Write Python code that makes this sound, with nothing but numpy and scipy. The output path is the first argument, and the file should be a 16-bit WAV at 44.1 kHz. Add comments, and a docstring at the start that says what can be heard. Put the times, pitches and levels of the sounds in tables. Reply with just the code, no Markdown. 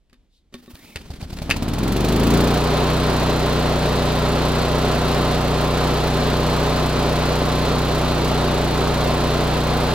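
"""Pull-starting a hover mower

On a fenced lawn, the starter catches, the rope whirrs out and the handle snaps back.
The four-stroke engine puffs, races up and settles at the speed its governor holds.
Each engine cycle gives thumps of air, a hiss of exhaust gas and valve ticks,
while the fan and blade rush and hum."""
import sys
import numpy as np
from scipy import signal
from scipy.fft import rfft, irfft, next_fast_len
from scipy.io import wavfile
from scipy.ndimage import uniform_filter1d

SR = 44100
rng = np.random.default_rng(int(sys.argv[2]) if len(sys.argv) > 2 else 0)


def master_out(mix):
    """Clip the mix to full scale and print it as 16-bit PCM to the path in sys.argv[1]."""
    frames = np.transpose(np.atleast_2d(mix))
    ceiling = np.clip(frames, -1, 1)
    pcm = np.round(ceiling * 32767).astype(np.int16)
    wavfile.write(sys.argv[1], SR, pcm)


N = 438354
TIME = np.arange(N) / SR
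SETTLED_HZ = 30.3  # engine cycles per second; the crank turns twice in each cycle

# The bright hiss in the exhaust, ticks and pulley: pitch_hz, level_db
HISS = [(300, 8), (700, 6), (1500, -3), (2500, 5), (4300, 3.5), (5500, 0), (8000, -5.5), (10500, -6.5),
        (12500, -10), (14300, -6), (16000, -13)]
# Ringing of the valve gear and starter cup: pitch_hz, width_hz, level_db
STEEL = [(1720, 60, -6), (3020, 150, -10), (3680, 90, -5), (4500, 500, 0), (4800, 50, 3)]


def undb(db):
    """Turn decibels into a number to multiply by."""
    return 10 ** (np.asarray(db) / 20)


def ramp(from_s, to_s):
    """A straight rise from 0 to 1 between two times."""
    return np.clip((TIME - from_s) / (to_s - from_s), 0, 1)


def swell(peak_s, width_s):
    """A bell-shaped rise and fall."""
    return np.exp(-.5 * ((TIME - peak_s) / width_s) ** 2)


def wander(rate_hz):
    """A random drift, roughly between -1 and 1."""
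    hold = int(SR / rate_hz)
    steps = np.repeat(rng.standard_normal(N // hold + 1), hold)
    return np.sqrt(2) * uniform_filter1d(steps, hold)[:N]


def per_cycle(cycle):
    """One random value held for each engine cycle."""
    return rng.standard_normal(512)[np.floor(cycle).astype(int)]


def add(out, start_s, sound):
    """Mix a sound in at a given time."""
    start = int(start_s * SR)
    out[:, start:start + sound.shape[1]] += sound


def colour(x, curve, share=1):
    """Shape the tone with a curve of (pitch_hz, level_db) points; share scales the decibels."""
    hz, db = np.transpose(curve)
    size = next_fast_len(N)
    bins_hz = np.fft.rfftfreq(size, 1 / SR)
    gain = undb(share * np.interp(np.log(bins_hz + 1), np.log(hz), db))
    return irfft(rfft(x, size) * gain, size)[..., :N]


def noise(curve):
    """Shaped stereo noise, alike on both sides in the bass and wide in the treble."""
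    # How strongly the two sides differ: pitch_hz, level_db
    stereo_width = [(60, -9), (150, -22), (300, -9), (600, -10), (1200, -9.5), (2500, -8), (4500, -9.5),
                    (8000, -0.5), (14000, 0)]
    mid, side = colour(rng.standard_normal((2, N)), curve)
    side = colour(side, stereo_width)
    return np.array([mid + side, mid - side]) / np.std(mid)


def resonate(x, hz, width_hz):
    """Let a sound ring at one pitch."""
    return signal.lfilter(*signal.iirpeak(hz, hz / width_hz, fs=SR), x)


def body(x, resonances):
    """Let a sound ring at several pitches."""
    return sum(undb(db) * resonate(x, hz, width) for hz, width, db in resonances)


def garden(level_db=-60.5):
    """A faint, wavering outdoor rumble."""
    rumble = noise([(15, -16), (28, 1), (65, -4), (110, -15), (250, -16), (600, -29),
                    (1300, -38), (1800, -38), (3600, -36), (7000, -47), (15000, -60)])
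    return rumble * undb(level_db + 2 * wander(10.2))


def ring(tones, age, detune=.012, spread=.2):
    """A struck object rings a little differently with every blow and on each side."""
    hz, db, ring_s = np.transpose(tones)[:, :, None]
    hz = hz * (1 + detune * rng.standard_normal(hz.shape))
    waves = np.sin(2 * np.pi * hz * age) * undb(db - 60 * age / ring_s)
    return (1 + spread * rng.standard_normal((2, len(tones)))) @ waves / 2


def knocks(bounce_s=.011, bounce_db=-12.5, shake_db=-26):
    """The pull jolts the deck; catches, rope stop and handle hit the starter case and bounce once."""
    # Jolts to the deck, the shell over the blade: start_s, level_db
    jolts = [(.128, -48), (.526, -45), (.544, -29.5), (.679, -37), (.905, -49)]
    # Hits on the starter case: start_s, level_db, extra_ring_db
    hits = [(.097, -57, -3), (0.13, -45.5, -13), (0.541, -30.5, -9), (.66, -46, -8), (0.754, -37, -7),
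            (.959, -21.5, 0.5), (1.387, -29.5, -10), (1.5016, -13, -12), (1.51, -15, 12), (1.5425, -39, 10)]
    # Tones of the deck: pitch_hz, level_db, ring_s
    deck = [(208, -16, 0.21), (244.6, 1, 0.25), (370, 3, 0.08), (530, -4.5, 0.066), (1110, -8.5, .07),
            (1810, -12, 0.13), (3670, -10, .13)]
    # Tones of the starter case: pitch_hz, level_db, ring_s
    housing = [(1420, -40, .06), (1730, -19, .08), (1890, -8, 0.055), (2210, -4, 0.028), (2610, 1.5, 0.025),
               (2760, -7.5, 0.054), (3176, -33, .05), (3610, -29, 0.1), (4650, -25, 0.048),
               (6030, -16, 0.048)]
    # The crack of a hit: pitch_hz, level_db
    crack_tone = [(300, 4), (1200, -0.5), (2500, 3), (5500, -7), (8000, -12), (11000, -13.5), (15500, -23)]
    ringing, bursts, age = np.zeros((2, N)), np.zeros((1, N)), TIME[:SR // 2]
    fade = np.exp(-age / .0027) + undb(-17) * np.exp(-age / .018)  # sharp snap, soft tail
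    for start_s, db in jolts:
        add(ringing, start_s, undb(db) * ring(deck, age))
    for start_s, db, ring_db in hits:
        for at_s, size in ((start_s, undb(db)), (start_s + bounce_s, undb(db + bounce_db))):
            clang = undb(ring_db) * ring(housing, age) + undb(shake_db) * ring(deck, age)
            add(ringing, at_s, size * clang)
            add(bursts, at_s, size * fade[None])
    cracks = bursts * noise(crack_tone)
    return ringing + undb(-3.5) * cracks + body(cracks, STEEL)


def handling(rustle_db=-67, thud_db=-28):
    """A sleeve rustles as the slack is taken up; the mower rocks with a soft thud during the pull."""
    rustle = noise([(1500, -28), (3800, 6), (6000, -8), (14000, -24)]) * swell(.36, .032)
    thud = resonate(-swell(.738, .0022), hz=70, width_hz=99)
    return undb(rustle_db) * rustle + undb(thud_db) * thud


def rope(pull_s=.52, release_s=.95, home_s=1.48, grip_s=.018, settle_s=.2, pulley_hz=2450):
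    """The cord rubs through its guide hole in jerks and the pulley whines; a spring winds it back."""
    # Rubbing of the cord: pitch_hz, level_db
    rub_tone = [(100, 14), (240, 21.5), (500, 9), (1000, 4), (2000, 2), (4500, 2), (7000, -7), (15500, -16)]
    # Hiss of the cord in its guide hole: pitch_hz, level_db
    guide_tone = [(1500, -20), (4000, -2), (7000, -6), (11000, 0), (15500, 3)]
    speed = swell(peak_s=.89, width_s=.13)
    released = ramp(release_s, release_s + grip_s)
    pulling = ramp(pull_s, pull_s + grip_s) - released
    rewinding = released - ramp(home_s, home_s + settle_s)
    rub = pulling * undb(-54 + 2 * speed) + rewinding * undb(-46 + 6.5 * (TIME - release_s))
    whine_hz = pulley_hz * speed * (1 + .057 * wander(570))
    whine = np.sin(2 * np.pi * np.cumsum(whine_hz) / SR)
    pulley = pulling * undb(-52 + 20 * (speed - 1)) * (whine + undb(-1) * noise(HISS))
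    hiss = pulling * ramp(pull_s, pull_s + settle_s) * undb(-60) * noise(guide_tone)
    return (noise(rub_tone) * rub + hiss) * undb(3.5 * wander(90)) + pulley


def fan(cycle, octaves, level_db):
    """Air rushes through the fan, chopped by the blade tips; the rush has a few narrow bright peaks."""
    # Rushing air: pitch_hz, level_db
    air_tone = [(100, -17), (200, -5.5), (320, -6), (404, 1), (519, -4.5), (592, -2.5), (867, -6.5),
                (1330, -9), (1600, -14), (2270, -18), (4200, -18.5), (5400, -26.5), (8000, -36),
                (15800, -46)]
    # Narrow bright peaks in the rushing air: pitch_hz, width_hz, level_db
    air_peaks = [(2670, 270, -16), (4150, 860, -7.5), (7030, 180, -4)]
    chopping = 1 + .061 * np.cos(2 * np.pi * 4 * cycle)  # two tips, two turns a cycle
    air = noise(air_tone) * chopping * undb(level_db + 14 * octaves + .42 * wander(25))
    return air + body(air, air_peaks)


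def growl(cycle, octaves, place=.112, slope_db=-2, even_db=-4):
    """The hard-working crank gives a dip in pressure on every turn, built from eight tones."""
    turns = 2 * (cycle - place)
    dips = 0
    for k in range(1, 9):
        db = slope_db * np.log2(k) + even_db * (k % 2 == 0)
        dips -= undb(db) * np.cos(2 * np.pi * k * turns)
    return undb(-29 + 3 * octaves) * dips


def hum(cycle, octaves, load_db):
    """The unbalanced crank and the blade hum; high tones waver in the rough air, and load adds a growl."""
    # Tones of crank and blade: waves_per_cycle, level_db
    harmonics = [(1, -39), (2, -40.5), (4, -32.5), (5, -38.5), (8, -40.5), (9, -46.5), (11, -41), (12, -51),
                 (14, -51), (16, -41.5), (19, -37.5), (20, -43), (24, -39.5), (34, -40)]
    wobbly = cycle + .0035 * wander(12)
    tones = 0
    for k, db in harmonics:
        waver_db = .5 * min(k / 20, 1) * wander(5)
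        tones += undb(db + waver_db) * np.cos(2 * np.pi * k * wobbly)
    return np.sqrt(2) * (undb(12 * octaves) * tones + undb(load_db) * growl(wobbly, octaves))


def clatter(cycle, octaves, level_db=-39, fade_cycles=.011):
    """The piston and valve gear tick at the same places in every cycle."""
    # Ticks: place_in_cycle, level_db
    tick_places = [(.01, -6), (0.271, -13), (.51, -1), (.643, -6), (.703, -11), (.755, 0)]
    ticks = 0
    for place, db in tick_places:
        age = (cycle - place) % 1
        ticks += undb(db + per_cycle(cycle - place)) * np.exp(-age / fade_cycles)
    return noise(HISS) * ticks * undb(level_db + 8 * octaves)


def strokes(cycle, octaves, scatter_db, jitter_cycles):
    """Each stroke pushes or sucks a smooth pulse of air; at low speed it fills less of the cycle."""
    # Exhaust puff, its suck-back, intake and compression:
    # place_in_cycle, width_cycles, pressure, db_per_speed_doubling
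    pulses = [(0, 0.016, 0.25, 3.5), (0.089, 0.013, -0.0018, -9), (0.282, 0.022, -0.31, 6.5),
              (0.668, 0.017, -0.26, 8)]
    push = 0
    for place, width, pressure, speed_db in pulses:
        shifted = cycle - place + .5
        offset = shifted % 1 - .5 + jitter_cycles * per_cycle(shifted)
        bell = np.exp(-.5 * (offset / (width * 2 ** (.2 * octaves))) ** 2)
        push += pressure * undb(speed_db * octaves + scatter_db * per_cycle(shifted)) * bell
    return push


def roar(cycle, octaves, honk_db=2, rumble_db=-27):
    """Uneven gulps of air make the air box honk, over a rumble from the deck."""
    # Ringing of the air box: pitch_hz, width_hz, level_db
    air_box = [(187, 17, -1), (233, 26, 2), (279, 21, 1.5), (382, 27, 1)]
    # Air churning in the deck: pitch_hz, level_db
    rumble_tone = [(25, -5), (60, -3), (120, 1.5), (200, 10.5), (290, 8), (400, -1), (700, -16),
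                   (1500, -36), (6000, -80)]
    gulps = strokes(cycle, octaves, scatter_db=2, jitter_cycles=.0017)
    return undb(honk_db) * body(gulps, air_box) + undb(rumble_db) * noise(rumble_tone)


def blast(cycle, octaves, place=.13, width=.12):
    """Under load each exhaust stroke spits a bright jet of hot gas."""
    # The jet: pitch_hz, level_db
    jet_tone = [(1000, 0), (3000, 7), (4500, -11), (6000, 5), (8500, -2), (10700, 1), (12400, -7),
                (14200, 4), (16000, -4)]
    offset = (cycle % 1) / 2 ** (.77 * octaves) - place  # earlier and narrower in a slow cycle
    return noise(jet_tone) * np.exp(-(offset / width) ** 2) * undb(-33 + 4 * octaves)


def thumps(cycle, octaves, direct_db=-4):
    """Pulses of air are heard directly and also make the silencer and deck ring."""
    # Ringing of silencer and deck: pitch_hz, width_hz, level_db
    silencer = [(64, 36, -4.5), (162.2, 20, 0), (255, 61, -10.5), (380, 16, -11), (588, 22, -10),
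                (800, 40, -16)]
    push = strokes(cycle, octaves, scatter_db=.5, jitter_cycles=.0024)
    push = signal.sosfilt(signal.butter(1, 30, "high", fs=SR, output="sos"), push)
    return undb(direct_db) * push + body(push, silencer)


def exhaust_hiss(cycle, octaves, leak_db=-24, rise_cycles=.016):
    """Gas hisses while the exhaust valve is open, ending earlier in a slow cycle."""
    # Gas bursts out, then the piston pushes out the rest: place_in_cycle, half_fade_cycles, level_db
    bursts = [(.005, 0.023, -0.5), (.07, 0.074, 1.5), (.25, .19, -5.5)]
    flow = undb(leak_db)
    for place, half_fade, db in bursts:
        age = (cycle - place) % 1
        flow += undb(db) * (1 - np.exp(-age / rise_cycles)) * np.exp(-age / (2 * half_fade))
    emptying_db = 40 * octaves * np.minimum(cycle % 1, .4)
    return noise(HISS) * flow * undb(-37 + emptying_db + 1.17 * per_cycle(cycle))


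def cough(cycle, octaves, fade_cycles=.059):
    """The opening exhaust valve lets out a short, hollow cough."""
    # The cough: pitch_hz, level_db
    cough_tone = [(100, -21), (300, 4), (580, 5.5), (950, 3.5), (1300, -29), (2500, -11), (8000, -31)]
    return noise(cough_tone) * np.exp(-(cycle % 1) / fade_cycles) * undb(-32 - 2 * octaves)


def valve_click(age_s, octaves, fade_s=.009):
    """The exhaust valve snaps open once a cycle and sets the steel parts ringing."""
    click = rng.standard_normal((2, N)) * np.exp(-age_s / fade_s)
    return body(click, STEEL) * undb(-31 - 2 * octaves)


def chug(age_s, level_db=-24, pitch_hz=72, fade_s=.017):
    """At starting speed every puff leaves the silencer booming for a moment."""
    return -undb(level_db) * np.sin(2 * np.pi * pitch_hz * age_s) * np.exp(-age_s / fade_s)


def engine(first_puff_s=.96, settled_s=2.772, speed_drift=.0018):
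    """Speed and throttle drive the running sounds; once settled, the speed drifts a little."""
    # The engine speeding up: time_s, cycles_per_s
    run_up = [(.96, 6.4), (1.15, 7.86), (1.37, 11.03), (1.6, 16.5), (1.85, 21.98), (2.1, 26.16),
              (2.35, 29.5), (2.7, 30.56), (3.5, 30.27)]
    turning = ramp(.77, 1.13)  # fades in as the crank starts to turn
    unlit = 1 - ramp(1.22, 1.54)  # falls to 0 as the fuel catches
    throttle = 1 - ramp(2.35, settled_s)  # falls to 0 as the governor eases off
    speed = np.interp(TIME, *np.transpose(run_up)) * (1 + speed_drift * (1 - throttle) * wander(1))
    cycle = np.cumsum(speed) / SR
    cycle -= np.interp(first_puff_s, TIME, cycle)  # cycles counted from the first puff
    age_s = (cycle % 1) / speed  # roughly the time since this cycle began
    octaves = np.log2(speed / SETTLED_HZ)  # 0 at settled speed, -1 at half of it
    warming_db = -1.54 * np.maximum(TIME - settled_s, 0)  # the load eases as the engine warms
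    load_db = -13.5 + 16 * throttle - 6 * unlit + 10 * octaves + warming_db
    thump = undb(-1.5 - .5 * unlit) * thumps(cycle, octaves)
    strain = undb(load_db) * (roar(cycle, octaves=0) + blast(cycle, octaves))
    exhaust_db = 5 + 4.5 * throttle - 17 * unlit
    exhaust = undb(exhaust_db) * (exhaust_hiss(cycle, octaves) + cough(cycle, octaves))
    air = fan(cycle, octaves, level_db=-22.7 - 14 * unlit)
    puffs = thump + exhaust + valve_click(age_s, octaves) + unlit * chug(age_s)
    puffs *= cycle > -.2  # silent until just before the first puff
    return turning * (puffs + strain + air + hum(cycle, octaves, load_db) + clatter(cycle, octaves))


def fences(x, echo_db=-17, fade_s=.032, first_s=.0097):
    """Wooden fences send back a short, dull scatter of echoes, different on each side."""
    age = TIME[:SR // 2]
    echoes = rng.standard_normal((2, len(age))) * np.exp(-age / fade_s) * (age > first_s)
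    echoes /= np.sqrt(np.sum(echoes ** 2, axis=1, keepdims=True))
    echoes = signal.sosfilt(signal.butter(2, [400, 6000], "band", fs=SR, output="sos"), echoes)
    return undb(echo_db) * signal.fftconvolve(x, echoes, axes=1)[:, :N]


def scene():
    """The mower and its echoes over a quiet garden."""
    mower = engine() + knocks() + rope() + handling()
    return mower + fences(mower) + garden()


def record(dry):
    """Sound reaches the left side slightly later, the sides differ in tone, and the top treble is cut."""
    # Tone curve, partly added on the left and partly taken off the right: pitch_hz, level_db
    tilt = [(60, 0), (110, 0.0), (200, 2.5), (380, 0.5), (700, -1), (1290, -1.0), (2380, 0.0), (4400, -0.5),
            (8120, -3.0), (15000, -3.5)]
    lag_samples, top_hz = 2, 15800
    left = np.pad(dry[0], (lag_samples, 0))[:N]
    sides = np.array([colour(left, tilt, share=.5), colour(dry[1], tilt, share=-.57)])
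    return signal.sosfilt(signal.ellip(10, .2, 80, top_hz, fs=SR, output="sos"), sides)


dry = scene()
out = record(dry)
master_out(out)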